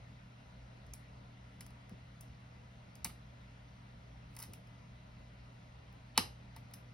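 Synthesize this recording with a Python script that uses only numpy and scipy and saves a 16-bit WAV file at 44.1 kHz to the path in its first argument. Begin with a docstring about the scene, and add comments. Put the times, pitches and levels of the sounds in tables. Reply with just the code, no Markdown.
"""A steel pick works the pins of a lock, heard close, over soft air noise and a low motor hum that last throughout.
Pins snap and chatter as swarms of tiny impacts ringing the damped modes of pick, pins and vise.
Two drags are rains of steel grains; dull knocks are the vise foot pushing on the modes of a wooden desk.
Desk and near walls echo, and a small room rings on briefly as random taps that die band by band.
The motor is a set of wavering sines; the air is shaped stereo noise with drifting patches."""
import sys
import numpy as np
from scipy import signal
from scipy.fft import rfft, irfft, next_fast_len
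from scipy.io import wavfile
from scipy.ndimage import uniform_filter1d

SR = 44100
rng = np.random.default_rng(int(sys.argv[2]) if len(sys.argv) > 2 else 0)


def wav_out(sig):
    """Save sig, one row per channel (or a flat mono array), as 16-bit PCM at SR to the path in sys.argv[1]."""
    wavfile.write(sys.argv[1], SR, np.round(np.clip(np.atleast_2d(sig).T, -1, 1) * 32767).astype(np.int16))


N = 305921

# pin clicks: t/s, chatter time scale/ms, pin level/dB (loudest 3 ms, rms), pin tilt/dB per octave,
# pick ring lift/dB, favoured low pin f/Hz, favoured high pin f/Hz, their lift/dB, ring time/share of t60,
# vise level/dB (loudest 3 ms, rms), vise tilt/dB per octave, favoured vise f/Hz
PIN_CLICKS = [(0.8644, 3.2, -72, 1, 2, 6200, 10200, 5, 1.01, -77, 6, 756),
              (0.9352, 3, -45, 0.5, 2, 6350, 15400, 8.8, 1.2, -59.5, -6, 2410),
              (1.6066, 3.9, -48.5, -4, -9, 5300, 10100, 7.4, 1.1, -53, 4, 2000),
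              (1.6635, 2.8, -57, 2, -4, 6100, 10700, 5.5, 1, -64, 1, 1840),
              (1.704, 3.8, -68, -2, 0, 5500, 9500, 6.5, 0.92, -66, 5, 942),
              (1.894, 2.4, -64, -1, 2, 5500, 10200, 3.6, 0.76, -63, -1, 2040),
              (2.2082, 3.1, -52, 4, -3, 6360, 10700, 5, 1.01, -67, -1, 826),
              (2.9536, 3, -56.5, -5, -7, 6300, 15200, 6.3, 0.87, -67, 5, 1800),
              (3.0447, 2.6, -32, -2, -11, 5700, 8850, 4.2, 2, -45.5, 0.5, 4140),
              (3.0500, 3.8, -53, 7, 2, 5500, 11600, 4, 0.71, -43.5, 0.5, 2220),
              (3.056, 4.8, -60, 2, 0, 5500, 10600, 4, 0.86, -48.5, 1, 2120),
              (3.094, 3.6, -77, 5, 0, 5500, 10200, 5, 0.93, -57, 0, 1300),
              (3.099, 3.6, -75, 0, 0, 5500, 10200, 5, 1.01, -55.5, -2, 2120),
              (3.068, 4.4, -62, 0, 0, 5500, 10200, 4, 0.82, -54.5, 2, 2590),
              (4.35, 3.7, -65, 3, 2, 6200, 10200, 5, 1.01, -68, 3, 2170),
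              (4.3642, 3.8, -48.5, 4, 10, 4200, 9300, 5.1, 1, -61, 4, 2500),
              (4.3686, 3, -66, 4, 2, 5500, 10200, 9, 1.2, -55.5, 0, 2020),
              (4.3878, 4.8, -47.5, 2, 2, 6400, 10000, 4.6, 0.92, -61, 1, 1190),
              (4.3990, 5.3, -49, 4, 4, 6200, 11600, 4, 0.94, -59, -6, 1890),
              (4.4105, 2.9, -59, 6, 6, 5500, 10200, 5, 1.01, -59, -8, 1260),
              (4.4195, 3.5, -54, 3, 11, 4200, 11000, 5, 1.01, -54, 9, 2000),
              (4.4258, 2.8, -43, 9.5, 8.5, 5460, 9600, 6.6, 0.7, -67, 6, 2490),
              (4.435, 3.8, -53, -4, -5, 4230, 9700, 3, 1.2, -55, 3, 900),
              (4.5338, 3.9, -50, 5, 5, 5450, 10100, 2.6, 0.91, -57, 2, 2440),
              (4.67, 4.8, -69, -1, 9, 5500, 10200, 5, 1.01, -78, -4, 837),
              (5.9255, 3.2, -71, 3, 6, 5500, 10200, 5, 1.01, -73, 1, 746),
              (6.176, 2.7, -22.5, -6.5, -3.5, 4100, 11000, 3.7, 1.3, -21, 2.5, 938),
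              (6.561, 5.2, -55, 3.5, 12, 5840, 10600, 4, 1.5, -53, 0.5, 940),
              (6.5675, 3.1, -68, 4, 8, 5900, 10600, 6.6, 1.5, -55, -1, 2080),
              (6.58, 5.5, -77, -1, 15, 5500, 10600, 5, 1.5, -65, -4, 2270),
              (6.711, 2.5, -72, 4, -1, 5500, 10200, 7, 1.01, -66, 2, 2000),
              (6.737, 3.6, -48.5, 5.5, 11, 6200, 10800, 3.3, 0.59, -57.5, 6, 2230)]
# steel drags on brass, pressure builds to a peak and lets go: peak t/s, level/dB, rise/dB per s,
# fall/dB per s, vise over pins/dB, favoured vise f/Hz
STEEL_DRAGS = [(4.435, -59.5, 177, 800, -3.5, 1680), (6.174, -49, 801, 3998, 16, 3350)]
# soft knocks of the vise foot on the desk: t/s, peak level/dB, favoured desk f/Hz
DESK_KNOCKS = [(1.914, -47, 200), (3.05, -47, 216), (4.481, -47, 92), (6.178, -33.5, 244)]
# modes of steel pick and brass pins, damped by the fingers: f/Hz, level/dB, t60/s
PIN_MODES = [(4690, -5, 0.01), (5103, -1, 0.017), (5430, -2.5, 0.01), (5630, -4.5, .01), (6130, -4, 0.014),
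             (6370, -1.5, 0.0081), (7300, 5, 0.0033), (8500, -1, 0.009), (8840, 0.5, 0.0074),
             (9400, -3.5, .011), (10090, 0.5, 0.0074), (10840, -1, 0.012), (11340, -4.5, 0.0071),
             (11940, -2, 0.015), (12600, -2, 0.0088), (14400, -2.5, 0.0045), (15700, -0.5, 0.0044),
             (15060, -13, 0.0061)]
# modes of the cast vise with the lock body: f/Hz, level/dB, t60/s
VISE_MODES = [(706, -10.5, 0.09), (894, 6.5, 0.017), (1293, 6.5, 0.011), (1535, -0.5, 0.016),
              (2018, 2, 0.015), (2337, -1, 0.028), (2580, -2.5, 0.0237), (2974, -1.5, 0.033),
              (3270, -5.5, 0.019), (3730, -2, 0.019), (4200, 3, 0.012), (4430, -2, 0.021)]
# the tension wrench sings when the vise is jolted: f/Hz, level under a hard-jolted vise/dB, t60/s
WRENCH_MODE = (11500, -20, 0.03)
# modes of the wooden desk top: f/Hz, level/dB, t60/s
DESK_MODES = [(92.5, -5.5, 0.23), (155.4, -4.5, 0.09), (186, 2, 0.066), (264.7, -1.5, 0.031),
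              (326, 2, 0.042), (401, -5, 0.036), (514, -7, 0.056)]
# echoes off desk and near walls: delay t/s, level/dB
NEAR_ECHOES = [(.0042, -7.5), (.0085, -9), (0.0122, -25.5), (0.017, -12.5), (0.022, -15.5)]
# room decay: f/Hz, t60/s
ROOM_DECAY = [(200, 0.14), (530, 0.39), (1400, 0.25), (3700, 0.25), (9700, 0.23), (13000, 0.2),
              (15500, 0.12)]
# left-right likeness of room and air: f/Hz, likeness/-1 to 1
LIKENESS = [(60, 1.), (200, 0.83), (500, 0.026), (1000, -0.37), (2500, 0.14), (4000, 0.36), (6500, 1),
            (12000, 1)]
# motor tones, mains buzz, shaft orders and their sums: f/Hz, level/dB rms, waver/dB rms
MOTOR_TONES = [(58.2, -65, 3.5), (120.1, -58.5, .8), (157.8, -70, 1.5), (164.5, -75, 1.5),
               (188.6, -71, 1.5), (195.5, -71, 1.5), (226.4, -77, 2), (233.2, -79, 2), (271.2, -80, 2),
               (277.7, -77, 2), (339.3, -88, 2), (489.9, -89, 2), (610.5, -83, 3), (678.5, -86, 2),
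               (791.5, -89, 2), (979.8, -89, 3), (1017.4, -90, 3), (2034.9, -85, 3)]
# base spectrum of the room's air noise: f/Hz, level/dB per Hz
AIR_SPECTRUM = [(24, -103), (35, -84.5), (55, -76), (100, -84), (230, -88.5), (330, -99), (640, -92.5),
                (1600, -102), (2030, -100), (3000, -104), (6000, -113), (8000, -120), (12500, -128),
                (13600, -135), (14200, -165)]
# humps in the air noise: f/Hz, width/Hz, lift/dB
AIR_HUMPS = [(957, 20, 5.5), (1385, 170, 3.5), (1890, 220, 1.5), (2750, 22, 5), (4030, 200, 2.5)]
# stereo lean of the air noise: f/Hz, left over right level/dB
AIR_LEAN = [(200, -0.5), (500, 2), (1500, 2.5), (2500, 1.5), (3500, 0)]
# phase by which the right microphone channel trails the left: f/Hz, phase/rad
RIGHT_TRAIL = [(0, 0), (2500, .5), (5300, .5), (7300, 3.14), (10400, 6.28), (13500, 9.42), (16500, 12.6)]

PICK_HZ = 5180  # the pick's own ring among the pin modes
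VISE_LIFT_DB = 5.5  # the vise favours its pitch this much more than the pins do
LUCK_DB = 2.06  # chance spread of mode levels from strike to strike
WALL_RING_SHARE = 0.26  # the walls hear the lock from every side: modes smear to this share of their t60
WALL_LIFT = .45  # share of the contact point's lift that reaches the walls
HARD_JOLT_DB, WRENCH_FADE = -26, 0.4  # below a hard jolt the wrench loses this many extra dB per dB
GRIT_PER_S = 1000
KNOCK_LIFT_DB, KNOCK_WALL_DB = 11, -1  # lift of the favoured desk pitch; level to the walls against straight
ROOM_DB = -2
MIC_TOP_HZ, EDGE_HZ = 16100, 16300  # soft and steep ends of the treble


def gain_of(db):
    """Decibels to amplitude."""
    return 10 ** (np.asarray(db) / 20)


def read(points, hz):
    """Reads a table along log frequency."""
    f, value = np.transpose(points)
    return np.interp(np.log(hz + 1), np.log(f + 1), value)


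def add(mix, s, sound):
    """Mixes a sound in at s seconds."""
    part = mix[:, round(s * SR):][:, :sound.shape[-1]]
    part += sound[..., :part.shape[1]]


def lock():
    """All clicks, drags and desk knocks: row 0 is the straight sound, row 1 what goes to the walls."""
    out = np.zeros((2, N))
    luck = rng.standard_normal((len(PIN_CLICKS), 3, 600))
    for (s, *row), click_luck in zip(PIN_CLICKS, luck):
        add(out, s - .001, click(row, click_luck))
    for row in STEEL_DRAGS:
        add(out, *drag(*row))
    for s, db, hz in DESK_KNOCKS:
        add(out, s, knock(db, hz))
    return out


def click(row, luck):
    """A pin snaps and chatters: a swarm of tiny impacts rings pins, vise and wrench, straight and to the walls."""
    (chatter_ms, pin_db, pin_tilt, pick_db, low_hz, high_hz, lift_db, ring_share,
     vise_db, vise_tilt, vise_hz) = row
    impacts = chatter(chatter_ms, luck[2])
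    pin_lifts = [(PICK_HZ, pick_db, .05), (low_hz, lift_db, .06), (high_hz, lift_db, .045)]
    vise_lifts = [(vise_hz, VISE_LIFT_DB + lift_db, .16), (low_hz, lift_db, .1)]
    pin = even_level(struck(impacts, PIN_MODES, pin_tilt, pin_lifts, luck[0], ring_share))
    vise = even_level(struck(impacts, VISE_MODES, vise_tilt, vise_lifts, luck[1], ring_share))
    wrench = even_level(struck(impacts, [WRENCH_MODE], 0, [], luck[1], 0.75))
    wrench_db = WRENCH_MODE[1] + WRENCH_FADE * (vise_db - HARD_JOLT_DB)
    vise = np.roll(vise, 20, axis=1)  # the vise answers about half a millisecond late
    return gain_of(pin_db) * pin + gain_of(vise_db) * (vise + gain_of(wrench_db) * wrench)


def chatter(chatter_ms, noise):
    """A swarm of impacts that swells and dies, and drives every pitch about equally."""
    u = np.arange(600) / SR * 1000 / chatter_ms
    swarm = u ** 1.37 * np.exp(-2.5 * u)
    impacts = noise * swarm
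    for _ in range(4):  # flatten the spectrum, then put the swarm's shape back
        spectrum = rfft(impacts)
        impacts = irfft(spectrum / abs(spectrum), len(u)) * np.sqrt(swarm)
    return impacts


def struck(impacts, modes, tilt_db, lifts, luck, ring_share):
    """Impacts through one object; towards the walls its favoured pitches even out and its ring smears short."""
    wall_lifts = [(f, WALL_LIFT * lift, width) for f, lift, width in lifts]
    straight = ring(modes, tilt_db, lifts, luck, ring_share)
    to_walls = ring(modes, tilt_db, wall_lifts, luck, WALL_RING_SHARE)
    return signal.fftconvolve(impacts[None], [straight, to_walls], axes=1)


def even_level(x):
    """Scales both rows so the straight sound's loudest 3 ms has unit rms."""
    return x / np.sqrt(uniform_filter1d(x[0] ** 2, 130).max())


def ring(modes, tilt_db, lifts, luck, share=1.):
    """Dying sines of a struck object; the contact point favours modes near some pitches (Hz, dB, octaves)."""
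    hz, db, t60 = np.transpose(modes)[:, :, None]
    t = np.arange(4096) / SR
    db = db + tilt_db * np.log2(hz / np.median(hz)) + LUCK_DB * luck[:len(modes), None]
    for f, lift, width in lifts:
        db = db + lift * np.exp(-(np.log2(hz / f) / width) ** 2)
    sign = (-1) ** np.arange(len(modes))[:, None]  # neighbouring modes move in opposite senses
    decay = gain_of(db - 60 * t / (t60 * share))
    sound = (sign * decay * np.sin(2 * np.pi * hz * t)).sum(0) / np.sqrt(share)
    # a small object radiates little below its lowest mode
    return signal.sosfilt(signal.butter(2, 0.59 * hz.min(), "high", fs=SR, output="sos"), sound)


def drag(peak_s, db, rise_db, fall_db, vise_db, vise_hz):
    """Separate grains of steel catch on brass at random moments, heard through pins and vise."""
    t = np.arange(-6000, 3000) / SR  # around the peak
    when, sign = rng.random((len(t), 2)).T
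    grit = (when < GRIT_PER_S / SR) * np.sign(sign - .5)
    pressure = gain_of(db + np.minimum(rise_db * t, -fall_db * t))
    no_luck = np.zeros(20)
    pins = ring(PIN_MODES, -1.45, [(PICK_HZ, -1, .1)], no_luck)
    vise = ring(VISE_MODES, -0.65, [(vise_hz, 7.3, .3)], no_luck)
    body = pins + gain_of(vise_db) * vise
    sound = signal.fftconvolve(grit * pressure, body)
    return peak_s + t[0], sound / grit.std() / np.linalg.norm(body)


def knock(db, hz):
    """The padded vise foot pushes the desk top for about a millisecond and its modes thud."""
    push = np.hanning(60)
    desk = ring(DESK_MODES, 0, [(hz, KNOCK_LIFT_DB, .16)], rng.standard_normal(len(DESK_MODES)))
    thud = np.convolve(push, desk)
    return gain_of([[db], [db + KNOCK_WALL_DB]]) * thud / abs(thud).max()


def echoes(sent):
    """Desk and near walls throw back delayed copies."""
    return sum(gain_of(db) * np.roll(sent, round(s * SR)) for s, db in NEAR_ECHOES)


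def stereo(left, other, hz):
    """Builds a right channel that is as like the left as the likeness table says at each pitch."""
    same = read(LIKENESS, hz)[:, None]
    return np.array([left, same * left + np.sqrt(1 - same ** 2) * other])


def room(x):
    """Small-room tail: sparse taps of random sign, each band dying at its own speed."""
    taps = np.zeros((2, SR // 2))
    at = np.arange(160, SR // 2 - 20, 20)
    at = at + rng.integers(0, 20, (2, len(at)))
    np.put_along_axis(taps, at, rng.choice([-1., 1.], at.shape), 1)
    hz, t, z = signal.stft(taps, SR, nperseg=256)
    decay = gain_of(-60 * t / read(ROOM_DECAY, hz)[:, None])
    tail = signal.istft(stereo(z[0], z[1], hz) * decay, SR, nperseg=256)[1]
    return signal.fftconvolve(x[None], tail / np.linalg.norm(tail[0]), axes=1)[:, :N]


def hum():
    """Far motor: steady tones whose levels waver slowly."""
    t, out = np.arange(N) / SR, np.zeros(N)
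    slow = t[::256]
    for hz, db, waver_db in MOTOR_TONES:
        waver = sum(np.sin(2 * np.pi * (f * slow + rng.random())) for f in (.4, .9, 1.9, 3.7)) / np.sqrt(2)
        level = gain_of(db + waver_db * np.interp(t, slow, waver))
        out += np.sqrt(2) * level * np.sin(2 * np.pi * (hz * t + rng.random()))
    return out


def air():
    """Smooth air noise, alike in both channels in the bass and treble, with faint drifting patches."""
    frames, hz = N // 512 + 5, np.fft.rfftfreq(2048, 1 / SR)
    a, b, c, d, patches = rng.standard_normal((frames, 1025, 5)).T
    patches = uniform_filter1d(uniform_filter1d(patches, 20, 0), 6, 1)
    patch_gain = gain_of(1.3 * patches / patches.std())
    z = stereo(a + 1j * b, c + 1j * d, hz)
    z *= gain_of(np.outer([.5, -.5], read(AIR_LEAN, hz)))[:, :, None]
    humps = sum(db * np.exp(-((hz - f) / width) ** 2) for f, width, db in AIR_HUMPS)
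    colour = gain_of(read(AIR_SPECTRUM, hz) + humps)
    z = z * colour[:, None] * patch_gain
    out = signal.istft(z, nperseg=2048, noverlap=1536)[1][:, :N]
    return out * np.sqrt(np.trapezoid(colour ** 2, hz) / np.mean(out ** 2))  # power set by the spectrum


def scene():
    """Lock, its echoes, room, air and hum."""
    near, sent = lock()
    return near + echoes(sent) + gain_of(ROOM_DB) * room(sent) + air() + hum()


def record(dry):
    """Microphone pair: the right channel turns in phase against the left, then bass and treble are limited."""
    size = next_fast_len(N + 2048)
    turn = np.interp(np.fft.rfftfreq(size, 1 / SR), *np.transpose(RIGHT_TRAIL))
    half_turns = np.exp(.5j * np.outer([1, -1], turn))  # half the phase on each side
    pair = irfft(rfft(dry, size) * half_turns, size)[:, :N]
    # the microphone drops the deepest bass and dulls the top
    pair = signal.sosfilt(signal.butter(2, 38, "high", fs=SR, output="sos"), pair)
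    pair = signal.sosfilt(signal.butter(4, MIC_TOP_HZ, fs=SR, output="sos"), pair)
    edge = signal.firwin(161, EDGE_HZ, window=("kaiser", 9), fs=SR)
    return signal.oaconvolve(pair, edge[None], "same")


dry = scene()
out = record(dry)
wav_out(out)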